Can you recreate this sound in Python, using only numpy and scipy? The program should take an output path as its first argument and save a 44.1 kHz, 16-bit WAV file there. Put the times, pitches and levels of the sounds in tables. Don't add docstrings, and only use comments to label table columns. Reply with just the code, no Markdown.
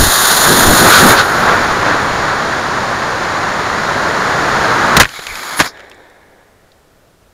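import sys
import numpy as np
from scipy.fft import rfft, irfft, next_fast_len
from scipy.io import wavfile
from scipy.ndimage import map_coordinates

SR = 44100
rng = np.random.default_rng(int(sys.argv[2]) if len(sys.argv) > 2 else 0)


def int16_out(signal):
    q = np.round(np.clip(np.atleast_2d(signal).T, -1, 1) * 32767)
    wavfile.write(sys.argv[1], SR, q.astype(np.int16))


N = 323253
BURNOUT_S, CRASH_S = 1.112, 5.0

# frequency_hz, level_db
JET_SPECTRUM = [(60, -20.5), (250, -11), (600, -1.5), (1200, 0.5), (2300, -13.5), (3600, -1), (5500, -8.5),
                (9000, -5), (14300, -9), (15600, -20)]
# frequency_hz, level_db
THUMP_SPECTRUM = [(15, 3.5), (35, -3), (80, -1.5), (130, -7), (300, -31), (1000, -77)]
# frequency_hz, level_db
SHELL_SPECTRUM = [(60, -9.5), (500, 0), (1200, 3), (1700, -1.5), (2200, -1.5), (4000, -6), (7000, -13),
                  (15000, -29)]


def amp(db):
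    return 10 ** (np.asarray(db) / 20)


def unit(x):
    return x / np.sqrt(np.mean(x ** 2) + 1e-20)


def seconds():
    return np.arange(N) / SR


def swell(peak_s, half_length_s):
    return np.exp(-.5 * ((seconds() - peak_s) / half_length_s) ** 2)


def until(end_s, release_s):
    return np.exp(-np.maximum(seconds() - end_s, 0) / release_s)


def wobble(per_s):
    return map_coordinates(rng.standard_normal(N // 8), [np.arange(N) * per_s / SR], mode="wrap")


def add(track, start_s, sound):
    start = round(start_s * SR)
    track[start:start + len(sound)] += sound[:N - start]


def along(spectrum, hz):
    points_hz, db = np.transpose(spectrum)
    return amp(np.interp(np.log(hz + 1), np.log(points_hz + 1), db))


def filtered(x, response):
    size = next_fast_len(x.shape[-1] + 8192)
    return irfft(rfft(x, size) * response(np.fft.rfftfreq(size, 1 / SR)), size)[..., :x.shape[-1]]


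def resonance(hz, centre_hz, width_hz):
    return 1j * hz * width_hz / (centre_hz ** 2 - hz ** 2 + 1j * hz * width_hz)


def case(hz):
    # centre_hz, width_hz, gain_db
    bands = [(1730, 326, 6), (2900, 220, -2), (4150, 270, 2), (7010, 381, 7), (7765, 554, -8),
             (9200, 227, 0.5), (10940, 300, 2), (11752, 390, -3)]
    return amp(sum(db * np.exp(-.5 * ((hz - centre) / width) ** 2) for centre, width, db in bands))


def noise(response, size=N):
    return unit(filtered(rng.standard_normal(size), response))


def rush(spectrum, depth=1.0, size=N):
    return noise(lambda hz: along(spectrum, hz) * case(hz) ** depth, size)


def crackle(per_s, centre_hz, width_hz):
    snaps = (rng.random(N) < per_s / SR) * rng.standard_normal(N)
    return unit(filtered(snaps, lambda hz: resonance(hz, centre_hz, width_hz) ** 2 * case(hz)))


def field():
    # frequency_hz, level_db
    breeze_spectrum = [(25, 4), (80, 5.5), (200, -2.5), (350, -3.5), (490, -1), (700, -3), (950, -12.5),
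                       (1450, -7.5), (2200, -20.5), (4000, -23.5), (8000, -38)]
    # frequency_hz, level_db
    hiss_spectrum = [(100, 12), (3000, -3), (7000, -6), (13500, -10.5), (15600, -12)]
    breeze = amp(-52 + .9 * wobble(29) + 1.2 * wobble(8.1)) * noise(lambda hz: along(breeze_spectrum, hz))
    return breeze + amp(-54.5) * noise(lambda hz: along(hiss_spectrum, hz))


def motor():
    thrust = amp(-10) * until(BURNOUT_S, release_s=0.033)
    afterburn = amp(-22.5) * until(BURNOUT_S, release_s=.3)
    flicker = amp(1.2 * wobble(150))
    return np.hypot(thrust, afterburn) * flicker * rush(JET_SPECTRUM, depth=1.6)


def buffeting():
    # peak_s, half_length_s, thump_db, flap_db
    eddies = [(.015, 0.019, -8.5, -17), (.08, 0.015, -19, -23), (0.518, 0.024, -27.5, -11),
              (0.596, 0.038, -30, -17.5), (0.698, 0.029, -13.5, -10.5), (0.847, 0.024, -25, -8.5),
              (1.05, 0.043, -28.5, -11), (1.69, 0.068, -30.5, -43), (2.154, .06, -27, -43)]
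    # frequency_hz, level_db
    flap_spectrum = [(30, -30), (90, -10), (160, -3), (330, -4), (800, -12.5), (3000, -60)]
    wake = until(BURNOUT_S, release_s=.2)
    thump = amp(-38.5) * wake + sum(amp(db) * swell(s, half) for s, half, db, _ in eddies)
    flap = amp(-30) * wake + sum(amp(db) * swell(s, half) for s, half, _, db in eddies)
    return thump * rush(THUMP_SPECTRUM) + flap * amp(2.2 * wobble(40)) * rush(flap_spectrum)


def airspeed():
    apex_s, apex_m_per_s, gravity_m_per_s2 = 3.09, 16.7, 9.81
    fall_m_per_s = gravity_m_per_s2 * (np.maximum(seconds(), BURNOUT_S) - apex_s)
    return np.hypot(1, fall_m_per_s / apex_m_per_s)


def airflow():
    # frequency_hz, level_db
    air_spectrum = [(40, -11.5), (110, -2), (250, -3.5), (600, -1), (1100, 1), (1900, -9), (2500, -13.5),
                    (4500, -16.5), (7000, -23.5), (9000, -30.5), (15600, -65.5)]
    # peak_s, half_length_s, roar_db, port_ring_db
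    swerves = [(.46, .03, -12.5, -23.5), (0.803, 0.027, -13.5, -24.5), (0.878, .022, -6.5, -17.5),
               (0.957, 0.04, -18.5, -5.5), (1.096, 0.053, -6.5, -18), (1.202, .012, -19.5, -9),
               (1.51, 0.056, -11.5, -16), (1.897, 0.053, -14, -20), (2.298, 0.066, -20.5, -24)]
    pickup_s, sideways_cutoff_hz = 1, 4700
    speed = airspeed()
    lull = amp(-3 * swell(1.27, 0.051))
    flow = np.minimum(seconds() / pickup_s, 1) * lull
    gusts = sum(amp(db) * swell(s, half) for s, half, db, _ in swerves)
    ring = sum(amp(db) * swell(s, half) for s, half, _, db in swerves)
    flutter = amp(.2 * wobble(50) + 0.46 * wobble(350))
    roar = amp(-16) * speed ** 1.3 * flow * rush(air_spectrum)
    port_tone = noise(lambda hz: resonance(hz, centre_hz=1400, width_hz=400) ** 2)
    port = np.hypot(amp(-34.5) * speed ** 5 * flow, ring) * port_tone
    dull_roar = noise(
        lambda hz: along(air_spectrum, hz) * case(hz) / np.hypot(1, (hz / sideways_cutoff_hz) ** 2))
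    fins = amp(-43.5) * speed ** 1.8 * rush(JET_SPECTRUM, depth=0.89)
    return (flutter * (roar + port + gusts * dull_roar) + fins) * until(CRASH_S, release_s=0.028)


def spits_and_rustle():
    # peak_s, half_length_s, pitch_hz, nominal_width_hz, level_db
    bursts = [(0.957, 0.039, 3460, 3020, -10), (1.193, 0.02, 3530, 3000, -13.5),
              (5.169, 0.017, 2230, 250, -34), (5.175, .033, 3750, 1100, -34.5),
              (5.315, 0.021, 2280, 300, -27.5), (5.59, 0.015, 10470, 3000, -22.5),
              (5.674, 0.019, 5000, 1505, -29), (5.794, 0.035, 1400, 1500, -41.5)]
    track, t = np.zeros(N), np.arange(-SR // 5, SR // 5) / SR
    for peak_s, half_length_s, pitch_hz, width_hz, db in bursts:
        band = noise(lambda hz: resonance(hz, pitch_hz, 0.92 * width_hz) ** 2 * case(hz), size=len(t))
        add(track, peak_s + t[0], amp(db) * np.exp(-.5 * (t / half_length_s) ** 2) * band)
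    return track


def blows():
    # start_s, level_db, rise_s, t60_s, thump_db, tilt_db_per_octave
    hits = [(4.967, 10.5, .00056, 0.035, -16.5, 2.5), (4.999, 15.5, 0.00058, 0.059, -22.5, 0.5),
            (5.5989, 8.5, 0.0027, 0.053, -22.5, -0.4)]
    # peak_s, half_length_s, level_db
    low_thumps = [(5.023, .026, -22), (5.195, 0.016, -43), (5.322, 0.026, -36)]
    track, t = np.zeros(N), np.arange(SR // 4) / SR
    for start_s, db, rise_s, t60_s, thump_db, tilt_db in hits:
        crack = noise(lambda hz: along(SHELL_SPECTRUM, hz) * case(hz)
                      * amp(tilt_db * np.log2(hz / 2000 + .1)), size=len(t))
        crack *= amp(-60 * t / t60_s) * (1 - np.exp(-t / rise_s))
        thump = noise(lambda hz: resonance(hz, centre_hz=105, width_hz=140) ** 2, size=len(t))
        thump *= amp(thump_db - 60 * t / 0.13) * (1 - np.exp(-t / 0.002))
        add(track, start_s, amp(db) * (crack + thump))
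    low_swells = sum(amp(db) * swell(s, half) for s, half, db in low_thumps)
    return track + low_swells * rush(THUMP_SPECTRUM)


def smoke_charge():
    # frequency_hz, level_db
    smoke_spectrum = [(60, -21), (250, -7.5), (450, -7), (1200, 0.5), (1900, -7), (2280, -4.5),
                      (2650, -13.5), (3400, -6.5), (5100, -9), (5900, -15), (7100, -10.5), (9300, -19.5),
                      (10500, -14), (14300, -20.5), (15600, -25.5)]
    spent_s, swell_db_per_s = 5.665, 18
    body_cutoff_hz, body_growth_db_per_s = 1900, 10
    age = np.clip(seconds(), CRASH_S, spent_s) - CRASH_S
    level = (age > 0) * amp(-33 + swell_db_per_s * age) * until(spent_s, release_s=0.014)
    gas = rush(smoke_spectrum)
    body = filtered(gas, lambda hz: 1 / (1 + (hz / body_cutoff_hz) ** 6))
    hiss = gas - body + amp(-4 + body_growth_db_per_s * age) * body
    sputter = amp(0.74 * wobble(45) + 1.2 * wobble(460))
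    sparks = amp(-16.5) * crackle(per_s=56, centre_hz=2800, width_hz=3800)
    return level * (sputter * hiss + sparks)


def ticks():
    # start_s, relative_level_db, pitch_hz, width_hz
    flicks = [(5.0205, -3, 4000, 6000), (5.0324, 2, 1610, 1500), (5.0445, -6, 2100, 2000),
              (5.054, -0.5, 1800, 1000), (5.0914, -15.5, 3000, 3480), (5.1118, -27.5, 3000, 3500),
              (5.1387, -17, 1600, 1500), (5.192, -13.5, 300, 398), (5.194, -13.5, 1900, 2500),
              (5.2683, -8, 2590, 2020), (5.3552, -11, 2500, 3500), (5.3926, -14.5, 2000, 1500),
              (5.593, 0, 1450, 1800), (5.622, -7.5, 1700, 3020), (5.773, -25.5, 1600, 1200),
              (5.7947, -25.5, 1690, 2000), (5.8044, -25.5, 2190, 1990), (5.8975, -32.5, 5600, 6000),
              (5.915, -24, 2720, 500), (5.9454, -39.5, 6500, 3000), (6.0994, -40, 4500, 5000),
              (6.7186, -37, 3800, 1400)]
    trim_db, click_db, t60_s = -21.5, -5.5, 0.021
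    track, t = np.zeros(N), np.arange(SR // 16) / SR
    for start_s, db, pitch_hz, width_hz in flicks:
        ring = noise(lambda hz: resonance(hz, pitch_hz, width_hz) ** 2, size=len(t))
        click = amp(click_db) * rush(SHELL_SPECTRUM, size=len(t))
        add(track, start_s, amp(db + trim_db) * unit((ring + click) * amp(-60 * t / t60_s)))
    return track


def fizzle():
    # pitch_hz, nominal_width_hz, level_db
    tube_modes = [(530, 520, -0.5), (1720, 380, -3.5), (2205, 200, -13), (3680, 600, -11.5),
                  (5300, 700, -20), (7000, 400, -19), (9260, 500, -26)]
    start_s, rise_s, fade_db_per_s = 5.66, 0.039, 18
    bright_hz, dull_hz, dulling_s = 9200, 1300, 0.38
    age = np.maximum(seconds() - start_s, 0)
    flow = (1 - np.exp(-age / rise_s)) * amp(-38 - fade_db_per_s * age)
    cutoff_hz = dull_hz + (bright_hz - dull_hz) * np.exp(-age / dulling_s)
    tube = np.zeros(N)
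    for pitch_hz, width_hz, db in tube_modes:
        mode = noise(lambda hz: resonance(hz, pitch_hz, 1.9 * width_hz) ** 3)
        tube += amp(db) * mode / np.sqrt(1 + (pitch_hz / cutoff_hz) ** 4)
    sputter = amp(.66 * wobble(45) + 1.1 * wobble(520))
    return flow * sputter * tube


def stalks():
    return amp(-48) * swell(5.83, .05) * crackle(per_s=190, centre_hz=1800, width_hz=1300)


def scene():
    flight = motor() + airflow() + buffeting()
    mono = flight + blows() + ticks() + smoke_charge() + spits_and_rustle() + stalks() + fizzle() + field()
    return np.array([mono, mono])


def record(dry):
    hardness, rolloff_hz, limit_hz = 10, 15350, 15740
    clipped = dry / (1 + np.abs(dry) ** hardness) ** (1 / hardness)
    return filtered(clipped, lambda hz: (hz < limit_hz) / np.sqrt(1 + (hz / rolloff_hz) ** 60))


dry = scene()
out = record(dry)
int16_out(out)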